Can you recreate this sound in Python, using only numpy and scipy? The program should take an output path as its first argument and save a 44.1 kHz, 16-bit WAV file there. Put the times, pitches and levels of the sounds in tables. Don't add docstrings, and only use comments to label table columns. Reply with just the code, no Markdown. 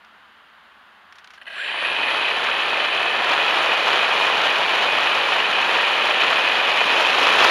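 import sys
import numpy as np
from scipy import signal
from scipy.fft import rfft, irfft, next_fast_len
from scipy.io import wavfile

SR = 44100
rng = np.random.default_rng(int(sys.argv[2]) if len(sys.argv) > 2 else 0)


def to_wav(sig):
    pcm = np.clip(np.atleast_2d(sig), -1, 1) * 32767
    pcm = np.round(pcm).astype(np.int16)
    wavfile.write(sys.argv[1], SR, pcm.T)


N = 330750

# f/Hz, level/dB
FAR_HISS_SPECTRUM = [(25, -34), (70, -20), (140, -22), (215, -8.5), (300, -15), (480, -14.5), (750, -6),
                     (1100, -1.5), (1600, -1), (2350, -10.5), (3100, -8.5), (3800, -16), (4600, -22),
                     (5600, -32.5), (8500, -34), (15000, -41)]
# f/Hz, level/dB
FAR_HUM_TONES = [(63, -79), (82, -78), (222, -93)]
# t/s, level/dB, decay/s
SCRATCHY_TICKS = [(.048, -45, .003), (1.1243, -38.5, .004), (1.1553, -45, .0087), (1.1842, -39.5, 0.0086),
                  (1.2436, -38.5, .0054), (1.274, -38, .003), (1.3039, -41.5, .009), (1.3359, -42.5, 0.02),
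                  (1.431, -47, .003), (3.245, -19, .002), (7.443, -11, .0044)]
# f/Hz, level/dB
SCRATCH_SPECTRUM = [(400, -29), (1500, 10), (3000, 2.5), (5500, -4), (7000, -13), (8500, -18), (12000, -22),
                    (13500, -38)]
# t/s, level/dB, length/s
PULSE_RUNS = [(1.337, -43, .003), (1.376, -39, .006), (1.414, -34.5, .011), (1.456, -37, .003),
              (1.466, -32, .02)]
# f/Hz, width/Hz, level/dB
MOUNT_MODES = [(653, 130, -8.5), (1120, 110, -11), (1635, 84, 4), (1990, 100, -1), (2500, 100, -3.5),
               (2980, 210, -3.5), (4300, 270, -15.5)]
# f/Hz, level/dB
BELL_RESPONSE = [(6800, -20), (7200, -11), (7500, 0), (8200, -3), (8700, -1), (9100, 2.5), (9400, 0),
                 (10400, -4), (10750, 9), (11050, 2), (11350, -6), (12000, -9), (12800, -35)]
# t/s, shaft speed asked for/(turns per s)
THROTTLE_STEPS = [(1.445, 39), (1.528, 71.1), (3.19, 79.95), (6.71, 88.5), (7.29, 97)]
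# offset/(multiples of shaft speed), level/dB
WHINE_LINES = [(-14, 6), (14, 1.5), (15, -14), (21, -15), (28, -16), (42, 2), (84, -2)]
# f/(multiples of shaft speed), level/dB
MOTOR_TONES = [(13, 3), (21, -18), (25, 0), (29, -1.5), (30, -22), (31, -4.5), (36, -1), (37, -10),
               (42, -7), (43, -5.5), (47, -22), (56, -3.5), (84, -11)]
# f/Hz, width/Hz, level/dB
AIRFRAME_MODES = [(580, 89, -19), (1090, 150, -18), (1626, 180, -6.5), (1819, 160, -2), (2496, 198, 1.5),
                  (3033, 145, -0.5), (3307, 220, -7), (3980, 360, -12.5), (4535, 230, -16)]
# t/s, level/dB
RATTLE_SWELL_CURVE = [(1.8, 0), (3.6, -0.2), (5.7, 0), (6.2, 1.3), (7.4, 0.1)]
# t/s, level/dB
WASH_SWELL_CURVE = [(1.8, -0.9), (2.45, 0.7), (2.85, -.6), (3.3, 1.8), (3.6, 0), (4.1, 0.54), (5.5, -0.75),
                    (6.4, 0.65), (7.0, -0.46), (7.45, 0.7)]
# f/Hz, level/dB
ROAR_SPECTRUM = [(20, -49), (70, -27), (130, -24.5), (250, -13.5), (430, -3.5), (600, -0.5), (950, 2),
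                 (1400, 0.5), (2100, -5.5), (3200, -3.5), (4200, -14), (5200, -33), (8000, -53.5)]
# f/Hz, level/dB
SPIT_SPECTRUM = [(2000, -26), (4000, 3.5), (5200, 5.5), (7200, -3.5), (8600, -14), (10000, -13),
                 (11000, -9), (12400, -16.5), (13300, -30), (15000, -52)]


def from_db(db):
    return 10 ** (np.asarray(db) / 20)


def rms_one(x):
    return x / np.sqrt(np.mean(x ** 2) + 1e-20)


def in_time(curve):
    return np.interp(np.arange(N) / SR, *np.transpose(curve))


def drift(rate):
    knots = rng.standard_normal(int(N / SR * rate) + 2)
    return rms_one(np.interp(np.arange(N) / SR * rate, np.arange(len(knots)), knots))


def lag(x, seconds):
    keep = np.exp(-1 / (seconds * SR))
    return signal.lfilter([1 - keep], [1, -keep], x)


def doublings(speed, cruise_turns_per_s=80):
    return np.log2(speed / cruise_turns_per_s + 1e-9)


def colour(x, spectrum):
    hz, db = np.transpose(spectrum)
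    size = next_fast_len(N + SR // 2) // 2 * 2
    bin_hz = np.fft.rfftfreq(size, 1 / SR)
    gain = rms_one(from_db(np.interp(np.log(bin_hz + 1), np.log(hz), db)))
    cepstrum = irfft(np.log(gain))
    cepstrum[1:size // 2] *= 2
    cepstrum[size // 2 + 1:] = 0
    return irfft(rfft(x, size) * np.exp(rfft(cepstrum)))[:N]


def resonate(force, modes):
    ringing, power = 0, 0
    for k, (hz, width, db) in enumerate(modes):
        r = np.exp(-np.pi * width / SR)
        zeros = np.array([1, 0, -1]) * (1 - r * r) / 2
        poles = [1, -2 * r * np.cos(2 * np.pi * hz / SR), r * r]
        ringing += (-1) ** k * from_db(db) * signal.lfilter(zeros, poles, force)
        power += from_db(db) ** 2 * np.pi * width / SR
    foam = signal.butter(4, 4800, fs=SR, output="sos")
    return signal.sosfilt(foam, ringing) / np.sqrt(power)


def outdoors(hiss_db=-50, waver_db=4):
    t = np.arange(N) / SR
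    hum = sum(from_db(db - waver_db * drift(6)) * np.sin(2 * np.pi * hz * t + .5 * drift(5))
              for hz, db in FAR_HUM_TONES)
    return from_db(hiss_db) * colour(rng.standard_normal(N), FAR_HISS_SPECTRUM) + hum


def bursts(rows):
    envelope = np.zeros(N)
    for s, db, decay in rows:
        start = round(s * SR)
        age = np.arange(N - start) / SR
        envelope[start:] += from_db(db) * np.exp(-np.minimum(age / decay, 20))
    return envelope * rng.standard_normal(N)


def ticks_and_knocks(knocks_per_s=240, knock_decay_s=.0028):
    knocks = bursts([(s + later, db, knock_decay_s) for s, db, length in PULSE_RUNS
                     for later in np.arange(0, length, 1 / knocks_per_s)])
    scratches = colour(bursts(SCRATCHY_TICKS) + from_db(-20) * knocks, SCRATCH_SPECTRUM)
    bell_ticks = from_db(-28) * colour(knocks, BELL_RESPONSE)
    return resonate(knocks, MOUNT_MODES) + bell_ticks + scratches


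def shaft(throttle_lag_s=.012, spin_up_s=.14, strain_lag_s=.023):
    asked = np.zeros(N)
    for s, turns_per_s in THROTTLE_STEPS:
        asked[round(s * SR):] = turns_per_s
    asked = lag(asked, throttle_lag_s)
    speed = lag(asked, spin_up_s)
    strain = lag(np.maximum(asked - speed, 0) * np.sqrt(speed), strain_lag_s)
    return speed, strain / strain.max()


def controller_whine(speed, turns, strain, switching_hz=7987, waver_db=1.5):
    switching_cycles = switching_hz * np.arange(N) / SR
    whine_db = -59 + 8 * doublings(speed) + 10 * strain
    upper_lines_db = -2 - 3 * strain
    turning = np.minimum(speed / 12, 1) ** 2
    sizzle = from_db(-63) * turning * colour(rng.standard_normal(N), BELL_RESPONSE)
    whine = np.zeros(N)
    for order, db in WHINE_LINES:
        line_db = whine_db + db + (order > 20) * upper_lines_db + waver_db * drift(10)
        bell_db = np.interp(switching_hz + order * speed, *np.transpose(BELL_RESPONSE))
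        whine += from_db(line_db + bell_db) * np.sin(2 * np.pi * (switching_cycles + order * turns))
    return sizzle + (speed > 0) * whine


def mount_growl(turns, strain, commutations=42, magnets=14, rough_db=2, strain_knee=.4):
    angle = 2 * np.pi * turns
    ripple = from_db(-8) * np.sin(commutations * angle) + from_db(-22) * np.sin(magnets * angle)
    envelope = from_db(-33) * np.tanh(strain / strain_knee)
    torque = envelope * (strain * ripple + rng.standard_normal(N))
    torque *= rms_one(from_db(rough_db * drift(250)))
    return resonate(torque, MOUNT_MODES) + from_db(-15) * colour(torque, SCRATCH_SPECTRUM)


def rough_noise(turns, blade_db, burst_db, gust_db):
    swell_db = blade_db * np.cos(2 * 2 * np.pi * turns) + burst_db * drift(1100) + gust_db * drift(90)
    return rms_one(rng.standard_normal(N) * from_db(swell_db))


def motor_rattle(speed, turns, strain, flutter_db=.34, waver_db=1.5):
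    level_db = -21.5 + 8 * doublings(speed) + in_time(RATTLE_SWELL_CURVE) + flutter_db * drift(13)
    bearings = rough_noise(turns, blade_db=.8, burst_db=2.5, gust_db=1)
    tones = sum(from_db(db + waver_db * drift(14)) * np.sin(2 * np.pi * (order * turns + rng.random()))
                for order, db in MOTOR_TONES)
    force = bearings + from_db(-21 + 4 * strain) * tones
    return resonate(from_db(level_db) * force, AIRFRAME_MODES)


def propeller_wash(speed, turns, air_lag_s=.036, chop_db=1.9, puff_db=1.8):
    flow_doublings = doublings(lag(speed, air_lag_s))
    surge_db = in_time(WASH_SWELL_CURVE) + .6 * drift(13)
    roar_db = -20.5 + 18.5 * flow_doublings + surge_db
    spit_db = -39.5 + 30 * flow_doublings + surge_db
    angle = 2 * np.pi * turns
    eddies = rough_noise(turns, blade_db=.04, burst_db=2.03, gust_db=.56)
    puffs = rms_one(eddies * from_db(chop_db * np.cos(2 * angle) + puff_db * drift(500)))
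    roar, spit = colour(eddies, ROAR_SPECTRUM), colour(puffs, SPIT_SPECTRUM)
    hum = from_db(-35) * np.sin(2 * angle) + from_db(-46) * np.sin(angle)
    return from_db(roar_db) * (roar + hum) + from_db(spit_db) * spit


def scene():
    speed, strain = shaft()
    turns = np.cumsum(speed) / SR
    mix = outdoors() + ticks_and_knocks()
    mix += controller_whine(speed, turns, strain) + mount_growl(turns, strain)
    mix += motor_rattle(speed, turns, strain) + propeller_wash(speed, turns)
    return mix[None]


def record(dry, notch_hz=7960, notch_width_hz=800, cutoff_hz=15600):
    notch = signal.iirnotch(notch_hz, notch_hz / notch_width_hz, fs=SR)
    top_cut = signal.ellip(10, .2, 80, cutoff_hz, fs=SR, output="sos")
    return signal.sosfilt(top_cut, signal.lfilter(*notch, dry))


dry = scene()
out = record(dry)
to_wav(out)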